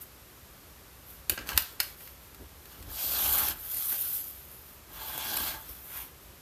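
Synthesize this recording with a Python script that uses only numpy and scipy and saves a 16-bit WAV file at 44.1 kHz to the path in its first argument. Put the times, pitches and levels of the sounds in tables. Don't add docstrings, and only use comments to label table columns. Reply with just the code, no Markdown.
import sys
import numpy as np
from scipy import signal
from scipy.io import wavfile
from scipy.ndimage import uniform_filter1d

SR = 44100
rng = np.random.default_rng(int(sys.argv[2]) if len(sys.argv) > 2 else 0)


def wrap_up_sound(samples):
    columns = np.atleast_2d(samples).T
    tamed = np.clip(columns, -1, 1)
    steps = np.round(tamed * 32767).astype(np.int16)
    wavfile.write(sys.argv[1], SR, steps)


def boost(x):
    u = np.asarray(x, float) / 20
    return 10 ** u


N = 282899

# frequency in Hz, relative level in dB per Hz.
HISS_COLOUR = [(15, -30), (25, -6.5), (71, -3), (152, -7.5), (322, -18.5), (399, -10), (456, -15.5),
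               (581, -13.5), (741, -15.5), (1170, -13.5), (1950, -17.5), (6540, -22), (9790, -23),
               (13500, -14.5), (15500, -44)]
HISS_DB = -53.5

# frequency in Hz, width in Hz, relative level in dB.
TABLE_MODES = [(62.7, 11.6, 3.5), (76.5, 8.7, -5.5)]
# frequency in Hz, width in Hz, relative level in dB.
MAT_MODES = [(173, 330, -0.5), (308, 74, 0.5), (377, 79, -2), (514, 134, 1)]
# start in seconds, table push in dB, mat push in dB, length in seconds.
THUMPS = [(0.39, -51, -67, 0.06), (0.797, -55, -59, 0.054), (1.287, -38.5, -44, 0.066),
          (1.38, -52, -46.5, 0.045), (1.419, -55, -52.5, 0.14), (1.506, -39.5, -51.5, .1),
          (1.717, -61, -57, .06), (2.39, -50, -50, 0.069), (2.77, -46, -54.5, 0.066),
          (2.827, -43, -56, 0.13), (3.026, -52, -53, 0.27), (3.21, -44, -51.5, 0.17),
          (3.356, -46.5, -61, 0.15), (3.456, -48, -57, 0.17), (4.42, -65, -74, 0.047),
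          (4.882, -52.5, -61, 0.15), (5.227, -52, -68, 0.11), (5.34, -47, -59, 0.17),
          (5.675, -47, -55, 0.047), (5.935, -52, -68, 0.087)]
THUMP_RISE_S = 0.015
IDLE_TABLE_DB, IDLE_MAT_DB, IDLE_WAVER_DB = -59, -63.5, 1

# time in seconds,
# thread crackle in dB, scrape in dB, low mids in dB; the last two before the shares below.
PASSES = [
    [(2.86, -60, -66, -64), (2.916, -45, -54.5, -50), (2.996, -37, -45, -62), (3.1, -31.5, -42, -51.5),
     (3.202, -29.5, -40.5, -44.5), (3.3, -27, -40, -43.5), (3.4, -28, -41, -38.5),
     (3.47, -35.5, -39, -46.5), (3.51, -33.5, -42.5, -42.5), (3.552, -54, -67, -58), (3.6, -41, -60, -60)],
    [(3.6, -44, -57.5, -57), (3.678, -41.5, -54.5, -63), (3.726, -35.5, -50.5, -56.5),
     (3.88, -31.5, -50, -57), (3.928, -29.5, -44.5, -41), (3.97, -33, -51, -57.5), (4.158, -33.5, -52, -65),
     (4.274, -41.5, -61.5, -67), (4.46, -55, -68, -78)],
    [(4.87, -65, -75, -65), (4.944, -50.5, -55.5, -57), (5.01, -42.5, -48.5, -49), (5.15, -40.5, -46, -46),
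     (5.21, -39.5, -42.5, -48.5), (5.37, -35.5, -41.5, -40.5), (5.488, -34.5, -39.5, -43.5),
     (5.568, -50, -53.5, -47.5), (5.63, -54, -72, -72)],
    [(5.84, -53, -73, -65), (5.912, -43.5, -55.5, -56.5), (5.978, -40, -48, -51.5),
     (6.014, -42.5, -48.5, -56), (6.06, -48, -63, -62), (6.14, -72, -79, -79)],
]
# mat scrape and blade ring in dB on the scrape,
# then ruler ring, cloth brush and mat thud in dB on the low mids.
PASS_SHARES = [(0.5, -10, -3, -1, -11.5), (-2.5, -14, -9.5, -3, -13), (-4.5, -8, -1.5, -4, -13),
               (-4, -5, -33, 1.5, -17)]
# peak time in seconds, crackle in dB, scrape in dB,
# low mids in dB, length in seconds; scrape and low mids before the shares.
RUSTLES = [(0.018, -40, -62, -72, 0.036), (1.1, -48, -71, -68, 0.16), (1.333, -60, -54, -53, 0.14),
           (1.405, -62, -57, -49, .1), (1.499, -42, -49, -40.5, 0.12), (1.568, -40.5, -50, -46.5, 0.072),
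           (1.632, -46, -51, -55, .2), (1.847, -47, -50, -61, .15), (2.025, -48, -59, -73, 0.19),
           (2.237, -58, -66, -67, 0.17), (2.74, -55, -63, -62, 0.52), (4.515, -48, -68, -68, 0.21),
           (4.68, -51, -66, -72, .2), (5.692, -46.5, -58.5, -59, 0.38), (6.23, -59, -72, -74, 0.17)]
RUSTLE_SHARES = (-0.5, -12.5, -14, 1, -14)
RUSTLE_EDGE_DB, RUSTLE_RISE = -12.5, 0.32

# frequency in Hz, relative level in dB per Hz.
THREAD_COLOUR = [(880, -38), (1500, -18), (1770, -27.5), (3470, -18.5), (3870, -19), (7960, -17),
                 (11200, -5), (13200, 1.5), (14400, 0), (14900, -24), (15500, -32)]
# frequency in Hz, relative level in dB per Hz.
SCRAPE_COLOUR = [(320, -39), (550, 3.5), (801, -4), (1560, -3), (1940, -9.5), (3310, 2), (3930, -1.5),
                 (6230, 0), (10000, -1), (13000, -53), (22000, -120)]
# frequency in Hz, relative level in dB per Hz.
BRUSH_COLOUR = [(300, -36), (700, -4.5), (1300, 2), (1900, -4), (2400, -7.5), (3500, -9), (6000, -23)]
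# frequency in Hz, width in Hz, level in dB before the song's centre tilts it.
BLADE_MODES = [(2530, 250, -2), (2800, 82, -6), (3100, 18, -8.5), (3400, 250, 2), (4040, 280, 0),
               (4380, 31, -0.5), (4730, 99, 1.5), (5150, 90, -14)]
# time in seconds, centre frequency in Hz.
SONG_CENTRE = [(2.9, 4550), (3.14, 4540), (3.2, 3400), (4.95, 3300), (5.1, 3180), (5.2, 2890), (5.28, 4170),
               (5.42, 3570), (5.6, 3400), (5.9, 2600)]
# frequency in Hz, width in Hz, relative level in dB.
RULER_MODES = [(881, 26.5, 5.5), (1150, 160, 2.5), (1621, 87, 4)]

# frequency in Hz, time to fall 60 dB in seconds.
ROOM_T60 = [(200, 0.041), (1500, 0.37), (4000, 0.25), (9000, 0.2), (14000, 0.24)]

# start in seconds, snap in dB, crack in dB, handle ring in dB,
# frequency in Hz near which the struck spot rings the handle most.
TAPS = [(1.296, -14, -20.5, -26.5, 2600), (1.3174, -48, -43, -36, 2000), (1.376, -53, -36, -26.5, 1410),
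        (1.3885, -50, -37, -39, 2600), (1.41, -55, -50, -44, 1600), (1.472, -38, -40.5, -42, 1473),
        (1.4897, -30, -29, -24.5, 2570), (1.5016, -38, -35, -38, 1400), (1.517, -41, -41, -32, 1500),
        (1.531, -41, -38, -36, 2500), (1.566, -46, -38, -46, 4200), (1.5757, -10.5, -14, -25, 2010),
        (1.5951, -40, -40, -37, 1810), (1.621, -31, -38, -39, 1700), (1.796, -53, -43, -40, 3000),
        (1.8014, -17, -21, -24.5, 4030), (1.807, -40, -40, -31, 1650), (1.8296, -32, -37, -44, 1650),
        (2.005, -42, -49.5, -49, 2800), (2.0743, -45, -44.5, -55, 4000), (2.3454, -44, -47.5, -62, 4000),
        (2.655, -45, -47, -57, 3000), (2.8255, -42, -46, -53, 3000), (3.3852, -20, -36, -35, 5000),
        (3.484, -21, -32, -50, 1600), (3.743, -30, -46, -47, 3000), (3.7677, -25, -44, -53, 4000),
        (3.916, -36, -42, -47, 1300), (5.177, -29, -35, -31, 1400), (5.3674, -22.5, -31, -35, 1100),
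        (5.3715, -25, -31.5, -39, 4000)]
# frequency in Hz, relative level in dB per Hz.
SNAP_COLOUR = [(3530, -32.5), (6000, -16.5), (10800, -1.5), (12400, -3), (13800, 4.5), (14800, -8),
               (15500, -41)]
# frequency in Hz, relative level in dB per Hz.
CRACK_COLOUR = [(530, -54), (900, -5), (1460, 3), (2160, -1.5), (3090, -3), (4330, 1), (5450, -4.5),
                (6490, -5.5), (7010, -6), (9000, -20), (11700, -8.5), (19800, -120)]
# frequency in Hz, width in Hz, level in dB before the struck spot tilts it.
HANDLE_MODES = [(1050, 310, -6), (1400, 66, -3.5), (1612, 56, 3), (1980, 170, -3.5), (2400, 240, -4),
                (2750, 260, 5), (3000, 180, 3), (4250, 360, -1.5), (5100, 160, 3.5)]
CLATTER_T60_S = 0.029
SPOT_DB, KNOCK_DB = -13.5, -38


def evened(x):
    return x / np.sqrt(np.mean(x ** 2) + 1e-20)


def smoothed_twice(x, size):
    return uniform_filter1d(uniform_filter1d(x, size=size), size=size)


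def read(points, hz):
    f, value = np.transpose(points)
    return np.interp(np.log(hz + 1), np.log(f + 1), value)


def coloured(x, points):
    hz = abs(np.fft.fftfreq(8192, 1 / SR))
    log_gain = np.log(boost(np.maximum(read(points, hz), -100)))
    spectrum = np.exp(np.conj(signal.hilbert(log_gain)))
    impulse = np.fft.ifft(spectrum).real[:4096]
    return signal.oaconvolve(x, impulse / np.linalg.norm(impulse))[:len(x)]


def rung(x, modes):
    t = np.arange(8192) / SR
    impulse = np.zeros(len(t))
    for hz, width, db in modes:
        decay = np.exp(-np.pi * width * t)
        impulse += boost(db) * np.sqrt(width) * decay * np.sin(2 * np.pi * hz * t)
    return signal.oaconvolve(x, impulse / np.linalg.norm(impulse))[:len(x)]


def grains(per_s, spread_db, clump_db, judder_db, smooth):
    size = boost(spread_db * np.minimum(rng.exponential(1, N), 5)) * rng.choice([-1., 1.], N)
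    clicks = evened(size * (rng.random(N) < per_s / SR))
    clumps = clump_db * evened(uniform_filter1d(rng.standard_normal(N), size=130))
    judder = judder_db * evened(smoothed_twice(rng.standard_normal(N), 700))
    return evened(boost(clumps + judder) * (clicks + smooth * rng.standard_normal(N)))


def hiss():
    return boost(HISS_DB) * coloured(rng.standard_normal(N), HISS_COLOUR)


def table(thud):
    t, push = np.arange(N) / SR, rng.standard_normal((2, N))
    waver = evened(smoothed_twice(rng.standard_normal((2, N)), 2500))
    idle_db = np.array([[IDLE_TABLE_DB], [IDLE_MAT_DB]])
    power = boost(idle_db + IDLE_WAVER_DB * waver) ** 2
    power[1] += thud ** 2
    for s, table_db, mat_db, length in THUMPS:
        rise = np.clip((t - s) / THUMP_RISE_S, 0, 1)
        fall = np.clip(2 * (s + length - t) / length, 0, 1)
        power += (boost([[table_db], [mat_db]]) * rise * fall) ** 2
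    table_push, mat_push = np.sqrt(power) * push
    return rung(table_push, TABLE_MODES) + rung(mat_push, MAT_MODES)


def efforts():
    t, power = np.arange(N) / SR, np.zeros((6, N))
    moves = list(zip(PASSES, PASS_SHARES))
    for s, *peak_db, length in RUSTLES:
        peak_db = np.array(peak_db)
        edge_db = peak_db + RUSTLE_EDGE_DB
        start, end = s - RUSTLE_RISE * length, s + (1 - RUSTLE_RISE) * length
        moves.append(([(start, *edge_db), (s, *peak_db), (end, *edge_db)], RUSTLE_SHARES))
    for rows, shares_db in moves:
        s, *columns = np.transpose(rows)
        on = (t >= s[0]) & (t < s[-1])
        crackle, scrape, low = (np.interp(t[on], s, db) for db in columns)
        levels_db = np.array([crackle, scrape, scrape, low, low, low])
        power[:, on] += boost(levels_db + np.r_[0, shares_db][:, None]) ** 2
    return np.sqrt(power)


def patchy(x, depth_db):
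    z = signal.stft(x, nperseg=512)[2]
    field = uniform_filter1d(rng.standard_normal(z.T.shape), size=9, axis=0)
    field = uniform_filter1d(field, size=4, axis=1).T
    patches = boost(depth_db * evened(field))
    return signal.istft(z * patches / np.sqrt(np.mean(patches ** 2)), nperseg=512)[1][:N]


def strokes(effort):
    parting, scraping, singing, ringing, brushing = effort
    threads = coloured(parting * grains(4000, 1.3, 0.89, 1.0, 1.0), THREAD_COLOUR)
    drag = grains(4000, 1.4, 0.44, 1.27, 1.7)
    scrape = coloured(scraping * drag, SCRAPE_COLOUR)
    brush = coloured(brushing * grains(4000, 3.0, 0.73, 0.87, 0.9), BRUSH_COLOUR)
    centre_hz = np.interp(np.arange(N) / SR, *np.transpose(SONG_CENTRE))
    song = np.zeros(N)
    for hz, width, db in BLADE_MODES:
        mode_gain = boost(db - 42.0 * np.log2(hz / centre_hz) ** 2)
        song += rung(mode_gain * singing * drag, [(hz, width, 0)])
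    ruler = rung(ringing * drag, RULER_MODES)
    return patchy(threads + scrape + brush, depth_db=2.5) + song + ruler


def room(x):
    echoes = np.zeros(SR // 2)
    at = np.arange(300, SR // 2 - 20, 20)
    echoes[at + rng.integers(0, 20, len(at))] = rng.choice([-1., 1.], len(at))
    hz, t, z = signal.stft(echoes, SR, nperseg=256)
    decay = boost(-60 * t / read(ROOM_T60, hz)[:, None])
    tail = signal.istft(z * decay, SR, nperseg=256)[1]
    return signal.oaconvolve(x, tail / np.linalg.norm(tail))[:N]


def taps():
    t = np.arange(3000) / SR
    chatter = rng.standard_normal((len(TAPS), 2, len(t)))
    snap, crack, ring = blows = np.zeros((3, N + len(t)))
    shape = boost(-60 * t / CLATTER_T60_S) * (1 - np.exp(-t / .0004))
    for (s, snap_db, crack_db, ring_db, spot_hz), (noise, spikes) in zip(TAPS, chatter):
        burst = shape * noise * boost(3.0 * evened(uniform_filter1d(spikes, size=24)))
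        burst *= np.linalg.norm(shape) / np.linalg.norm(burst)
        modes = [(hz, width, db + SPOT_DB * np.log2(hz / spot_hz) ** 2) for hz, width, db in HANDLE_MODES]
        parts = [burst, burst, rung(burst, modes)]
        start = round(s * SR)
        blows[:, start:start + len(t)] += boost([[snap_db], [crack_db], [ring_db]]) * parts
    bright = (coloured(snap, SNAP_COLOUR) + coloured(crack, CRACK_COLOUR) + ring)[:N]
    knock = boost(KNOCK_DB) * rung(crack[:N], MAT_MODES)
    return bright + boost(-9.5) * room(bright) + knock


def scene():
    *effort, thud = efforts()
    work = strokes(effort)
    mono = hiss() + table(thud) + work + boost(-11.0) * room(work) + taps()
    return np.array([mono, mono])


def roll_off(x):
    return signal.sosfilt(signal.butter(12, 15620, fs=SR, output="sos"), x)


def record(dry):
    low_cut = signal.butter(6, 41, "highpass", fs=SR, output="sos")
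    mix = signal.sosfilt(low_cut, dry)
    return roll_off(mix)


dry = scene()
out = record(dry)
wrap_up_sound(out)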